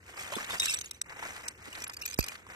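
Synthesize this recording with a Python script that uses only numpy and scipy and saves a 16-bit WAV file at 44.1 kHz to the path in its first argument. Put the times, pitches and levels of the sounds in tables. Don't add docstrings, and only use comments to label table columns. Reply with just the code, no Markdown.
import sys
import numpy as np
from scipy import signal
from scipy.fft import rfft, irfft, next_fast_len
from scipy.io import wavfile
from scipy.ndimage import uniform_filter1d

SR = 44100
rng = np.random.default_rng(int(sys.argv[2]) if len(sys.argv) > 2 else 0)


def put_to_file(sound):
    columns = np.atleast_2d(sound).T
    safe = np.clip(columns, -1, 1)
    whole_steps = np.round(safe * 32767)
    wavfile.write(sys.argv[1], SR, whole_steps.astype(np.int16))


def decibels_to_gain(level_db):
    exponent = np.asarray(level_db, float) / 20
    return 10 ** exponent


N = 112454
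PORT_LAG_S = 0.0001934


def evened(x):
    return x / np.sqrt(np.mean(x ** 2) + 1e-20)


def colour(x, points, lag_s=0):
    f, db = np.transpose(points)
    size = next_fast_len(x.shape[-1])
    hz = np.fft.rfftfreq(size, 1 / SR)
    gain = decibels_to_gain(np.interp(np.log(hz + 1), np.log(f + 1), db))
    delay = np.exp(-2j * np.pi * hz * lag_s)
    return irfft(rfft(x, size) * gain * delay, size)[..., :x.shape[-1]]


def add(mix, s, sound):
    part = mix[:, round(s * SR):][:, :sound.shape[1]]
    part += sound[:, :part.shape[1]]


def wobble(top_hz, count):
    return evened(colour(rng.standard_normal((count, N)), [(0, 0), (top_hz, 0), (10 * top_hz, -80)]))


def spread(x):
    share = 0.62
    late = colour(x[0], [(0, 0), (1, 0.045)], PORT_LAG_S)
    return np.sqrt(1 - share ** 2) * np.array([late, x[0]]) + share * x[1:]


def impacts(per_s, spread_db):
    size = decibels_to_gain(spread_db * np.minimum(rng.exponential(1, N), 4))
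    return size * (rng.random(N) < per_s / SR)


# frequency in Hz, level in dB per Hz.
WIND_TONE = [(20, -50), (40, -28), (62, 0.5), (90, 1.5), (140, -9), (260, -11), (500, -10), (1000, -74)]
# frequency in Hz, level in dB per Hz.
AIR_TONE = [(100, -53), (600, -14.5), (2000, 7), (8000, -3), (13000, -17)]


def wind():
    port_mix = np.array([[0.51, 1, 1.2], [0.28, 1, 1.2]])
    rumble = evened(colour(port_mix @ rng.standard_normal((3, N)), WIND_TONE))
    rumble = rumble * decibels_to_gain(-59 + 2 * wobble(6.1, count=2))
    hiss = decibels_to_gain(-72) * evened(colour(rng.standard_normal((2, N)), AIR_TONE))
    left_right_db = np.array([[-2], [0]])
    return rumble * decibels_to_gain(left_right_db) + hiss


def grains(per_s, spread_db, grain_s, wash):
    decay = np.exp(-1 / SR / grain_s)
    puffs = evened(abs(signal.lfilter([1], [1, -decay], impacts(per_s, spread_db))))
    return spread((puffs + wash) * rng.standard_normal((3, N)))


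# frequency in Hz, level in dB per Hz.
GRIT_TONE = [(1200, -16.5), (2500, 2), (3350, -3), (3900, -5.5), (6300, -4), (8200, 0.5), (9900, -13),
             (12800, -5)]


def chips():
    pitches, cycles = 24, 12
    t, hz = np.arange(300) / SR, np.geomspace(2300, 12800, num=pitches)[:, None]
    turns = hz * t
    pings = turns * np.exp(-turns / cycles * 2) * np.sin(2 * np.pi * turns)
    hits = impacts(per_s=600, spread_db=4)
    which = rng.integers(0, 3 * pitches, N) == np.arange(3 * pitches)[:, None]
    ticks = signal.oaconvolve((hits * which).reshape(3, pitches, N), pings[None], axes=2)[..., :N]
    return evened(colour(spread(ticks.sum(1)), GRIT_TONE))


# time in seconds, soil level in dB, grit relative to soil in dB.
HAND_PRESSURE = [(0, -66.5, -6), (0.214, -49.5, -0.5), (.33, -51, 1.5), (.45, -43, -4), (0.561, -46, 2.5),
                 (0.698, -55.5, 18), (0.829, -60.5, 6), (1.018, -70, 2), (1.096, -52, -15),
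                 (1.25, -47, -2.5), (1.549, -57.5, -5.5), (1.824, -49.5, -2), (1.93, -63.5, -3),
                 (2.102, -57.5, 6), (2.171, -67.5, 7.5), (2.334, -52, -2), (2.432, -65, -5.5),
                 (2.55, -47.5, -9.5)]
# frequency in Hz, level in dB per Hz.
SOIL_TONE = [(150, -11), (400, -7), (900, -3.5), (2100, 1.5), (3400, -17.5), (4500, -17.5), (8300, -17.5),
             (10200, -42), (13000, -19.5)]


def scrape():
    s, soil_db, grit_db = np.transpose(HAND_PRESSURE)
    t = np.arange(N) / SR
    judder, flick = wobble(11.3, count=2)
    soil = evened(colour(grains(1900, spread_db=6.5, grain_s=0.0045, wash=0.067), SOIL_TONE))
    grit = evened(colour(grains(1000, spread_db=3.5, grain_s=0.0014, wash=0.7), GRIT_TONE))
    grit = grit + decibels_to_gain(-5) * chips()
    soil_level = 4.5 + np.interp(t, s, soil_db) + 2.5 * judder
    grit_level = 3.5 + np.interp(t, s, soil_db + grit_db) + 2 * evened(judder + flick)
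    return soil * decibels_to_gain(soil_level) + grit * decibels_to_gain(grit_level)


# start in seconds, peak level in dB, pitch in Hz.
CLOD_KNOCKS = [(0.32, -34.5, 590), (0.335, -34.5, 897), (0.364, -36, 277), (0.383, -34.5, 1090),
               (0.443, -41.5, 1880), (0.502, -35, 997), (0.554, -42.5, 1010), (0.667, -34, 1660),
               (1.094, -45, 1730), (1.225, -40.5, 970), (1.243, -43, 1020), (1.363, -41, 1400),
               (1.679, -46.5, 268), (1.751, -38.5, 1830), (1.865, -40, 1450), (1.894, -39.5, 960),
               (2.318, -42, 1097), (2.352, -41, 1620), (2.465, -50, 1000), (2.516, -66, 1840)]


def clods():
    width, rise_s = 0.4, 0.002
    out, t = np.zeros((2, N)), np.arange(4000) / SR
    noises = rng.standard_normal((len(CLOD_KNOCKS), 3, len(t)))
    late = t - np.array([[PORT_LAG_S], [0]])
    for (s, peak_db, hz), noise in zip(CLOD_KNOCKS, noises):
        band = [(hz * width, -25), (hz, 0), (hz / width, -12), (14000, -30)]
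        blur = evened(colour(spread(noise), band))
        knock = np.sin(2 * np.pi * hz * late) + 2.96 * blur
        t60 = 0.03 + 5.5 / hz
        fade = decibels_to_gain(peak_db - 0.5 - 60 * t / t60) * (1 - np.exp(-t / rise_s))
        add(out, s, fade * knock)
    return out


# frequency in Hz, level in dB per Hz.
CRACK_TONE = [(500, -22.5), (1500, -1), (3500, -2), (8200, -1.5), (9800, -9.5), (12800, -1)]


def clinks(rows, shards):
    rise_s = 0.0015
    lead_s, lead_db = 0.004, -13
    out, t = np.zeros((2, N)), np.arange(4000) / SR
    since = np.maximum(t - lead_s, 0)
    rise = np.tanh((since / rise_s) ** 2)
    swell = decibels_to_gain(lead_db) * np.minimum(t / lead_s, 1)
    quarter_turn = np.array([[0], [np.pi / 2]])
    hz, db = np.transpose(shards)[:, :, None, None]
    lucks = rng.standard_normal((len(rows), 3, len(shards), 2, 1))
    cracks = colour(rng.standard_normal((len(rows), 3, len(t))), CRACK_TONE)
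    for (s, peak_db, main_hz, t60, crack_db), luck, noise in zip(rows, lucks, cracks):
        level_luck, pitch_luck, phase_luck = luck
        t60 = max(t60, 0.004)
        lag_s = PORT_LAG_S + 0.00012 * phase_luck[0, 0, 0]
        late = t - np.array([[lag_s], [0]])
        main = decibels_to_gain(-60 * since / t60) * np.sin(2 * np.pi * main_hz * t + quarter_turn)

        pitch = hz * (1 + 0.02 * pitch_luck[:, :1])
        mode_db = db + crack_db - 3.5 + 5 * level_luck
        mode_fade = decibels_to_gain(mode_db - 60 * since / (0.014 + 0.096 * t60))
        modes = mode_fade * np.sin(2 * np.pi * pitch * late + 9 * phase_luck)

        crack_fade = decibels_to_gain(crack_db + 3 - 60 * since / (0.013 + 0.04 * t60))
        crack = crack_fade * evened(spread(noise))
        body = np.maximum(rise, swell) * (main + modes.sum(0) + crack)
        add(out, s - lead_s - rise_s / 2, decibels_to_gain(peak_db + 4.5) * body / abs(body).max())
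    return out


# start in seconds, peak level in dB, pitch in Hz, ring t60 in seconds, crack in dB.
FIRST_CLINKS = [(.3318, -40, 3080, 0.09, -8), (.3562, -26.5, 3466, 0.015, -8), (.446, -33, 2590, 0.07, 11),
                (0.5072, -33.5, 3630, 0.094, -6.5), (0.5987, -15, 3734, 0.16, -0.5),
                (0.6363, -29, 7680, 0.032, -11), (0.6449, -31.5, 7700, 0.065, 3),
                (0.6574, -19.5, 7530, 0.05, 9), (0.6826, -23, 2660, 0.098, 0), (0.6961, -21, 5280, .038, 0),
                (.702, -28, 8220, 0.055, -14), (.709, -27, 5480, 0.039, 0), (.728, -32, 6100, .02, 1),
                (.743, -19.5, 5660, 0.023, 10.5), (0.7381, -22, 7970, 0.097, -3),
                (0.7694, -34.5, 5850, 0.098, -14.5), (0.7876, -24.5, 8500, 0.052, 5.5),
                (.8122, -24, 6370, 0.013, 0.5), (.817, -35.5, 6400, 0.017, -20.5),
                (.824, -41, 5420, 0.015, -3), (0.844, -38.5, 9940, 0.034, -3),
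                (0.8594, -35.5, 6710, 0.039, -3), (.9118, -27, 8450, 0.0094, -5.5),
                (0.9444, -45, 6090, 0.26, 3.5), (1.0152, -19, 8040, 0.017, -3.5),
                (1.4828, -21.5, 8150, 0.046, 4)]
# frequency in Hz, level in dB.
FIRST_SHARDS = [(2900, -16), (3760, -2), (5320, -9), (5800, -1), (6400, -5), (7950, -1), (10200, -9.5),
                (12400, -26)]


def first_heap():
    return clinks(FIRST_CLINKS, FIRST_SHARDS)


# start in seconds, peak level in dB, pitch in Hz, ring t60 in seconds, crack in dB.
SECOND_CLINKS = [(1.7482, -41, 3800, 0.015, -9), (1.8211, -28, 5720, .03, 3),
                 (1.7288, -34, 2880, 0.018, -4.5), (1.8038, -36, 5600, 0.049, 8),
                 (1.8417, -25.5, 7340, 0.03, 2), (1.8779, -32, 11130, 0.012, -27),
                 (1.8969, -33, 5040, 0.017, -7), (1.9238, -44, 4900, 0.018, 1),
                 (1.9363, -35.5, 4860, 0.015, 9), (1.943, -34, 4800, .04, 9), (1.961, -58, 12100, .02, -12),
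                 (1.9688, -30, 4816, 0.025, -3), (1.987, -59, 7500, 0.035, -21),
                 (2.0006, -46, 3870, 0.017, 10), (2.0171, -30, 5500, 0.031, -3.5),
                 (2.023, -29, 2748, 0.023, 1.5), (2.048, -43, 7000, 0.014, -6),
                 (2.035, -39, 2790, 0.035, -20), (2.0553, -25.5, 6180, 0.051, 5),
                 (2.061, -23.5, 12260, 0.016, -9.5), (2.0787, -27, 6660, 0.024, 2),
                 (2.087, -34.5, 6280, 0.028, -4), (2.101, -34, 4230, 0.021, 12),
                 (2.123, -35, 8000, 0.013, 5), (2.131, -33, 5020, 0.022, 11),
                 (2.1109, -30.5, 4800, 0.029, 8), (2.142, -27, 5080, 0.014, -4),
                 (2.1793, -28.5, 4880, 0.032, -7), (2.1893, -19.5, 12260, 0.054, 1.5),
                 (2.194, -26, 4780, 0.25, 3.5), (2.207, -23.5, 2579, 0.065, 6),
                 (2.227, -26.5, 4260, 0.021, 3), (2.2413, -24, 5090, 0.031, 10),
                 (2.252, -42, 9000, 0.0093, 5), (2.265, -32, 6550, 0.012, 3),
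                 (2.2848, -24, 2886, 0.018, 4.5), (2.293, -34, 2425, 0.045, -4)]
# frequency in Hz, level in dB.
SECOND_SHARDS = [(2450, -2), (3700, -14), (4780, -9.5), (5300, -11.5), (6300, -4), (8000, -3.5),
                 (10800, -13.5), (12400, -11.5)]


def second_heap():
    return clinks(SECOND_CLINKS, SECOND_SHARDS)


def thump():
    glide_s, snap_s, t60 = 0.0011, 0.00096, 0.084
    out, t = np.zeros((1, N)), np.arange(8000) / SR
    turns = 59.4 * t + 0.76 * (1 - np.exp(-t / glide_s))
    level_db = -15.5 - 60 * t / t60 + 8.5 * np.exp(-t / snap_s)
    swing = -decibels_to_gain(level_db) * np.sin(2 * np.pi * turns)
    add(out, 2.1897, swing[None])
    left_right_db = np.array([[-48], [0]])
    return out * decibels_to_gain(left_right_db)


# frequency in Hz, left minus right in dB.
PORT_TONE = [(200, -2.5), (500, -1), (1200, 2), (2500, 1), (4500, -2.5), (8000, -2), (12000, -1)]


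def ports(x):
    left = colour(x[0], [(f, db / 2) for f, db in PORT_TONE])
    right = colour(x[1], [(f, -db / 2) for f, db in PORT_TONE])
    return np.array([left, right])


def scene():
    hand = scrape() + clods() + first_heap() + second_heap()
    return wind() + ports(hand) + thump()


def drop_weak(x, size, bins, frames, wide, long, mask_db):
    hz, t, z = signal.stft(x, SR, nperseg=size, noverlap=size // 2)
    power = uniform_filter1d((abs(z) ** 2).mean(0), bins, axis=0)
    power = uniform_filter1d(power, frames, axis=1)
    around = uniform_filter1d(uniform_filter1d(power, wide, axis=0), long, axis=1)
    weak = (power < around * decibels_to_gain(-2 * mask_db)) & (hz > 1600)[:, None]
    total = power.mean(0)
    weak &= total < decibels_to_gain(2 * 1.5) * uniform_filter1d(total, size=5)
    block = np.ix_(np.arange(len(hz)) // bins * bins, np.arange(len(t)) // frames * frames)
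    z = z * np.where(weak[block], decibels_to_gain(-35), 1.)
    return signal.istft(z, SR, nperseg=size, noverlap=size // 2)[1][:, :N]


def starve(x):
    x = drop_weak(x, 256, bins=6, frames=2, wide=41, long=9, mask_db=8.5)
    return drop_weak(x, 2048, bins=12, frames=1, wide=110, long=1, mask_db=6.5)


def top_cut(x):
    return signal.sosfilt(signal.butter(12, 14320, fs=SR, output="sos"), x)


def record(dry):
    edge = [(13000, 0), (14000, -42), (17000, 1.3 * -42)]
    return top_cut(colour(starve(dry), edge))


dry = scene()
out = record(dry)
put_to_file(out)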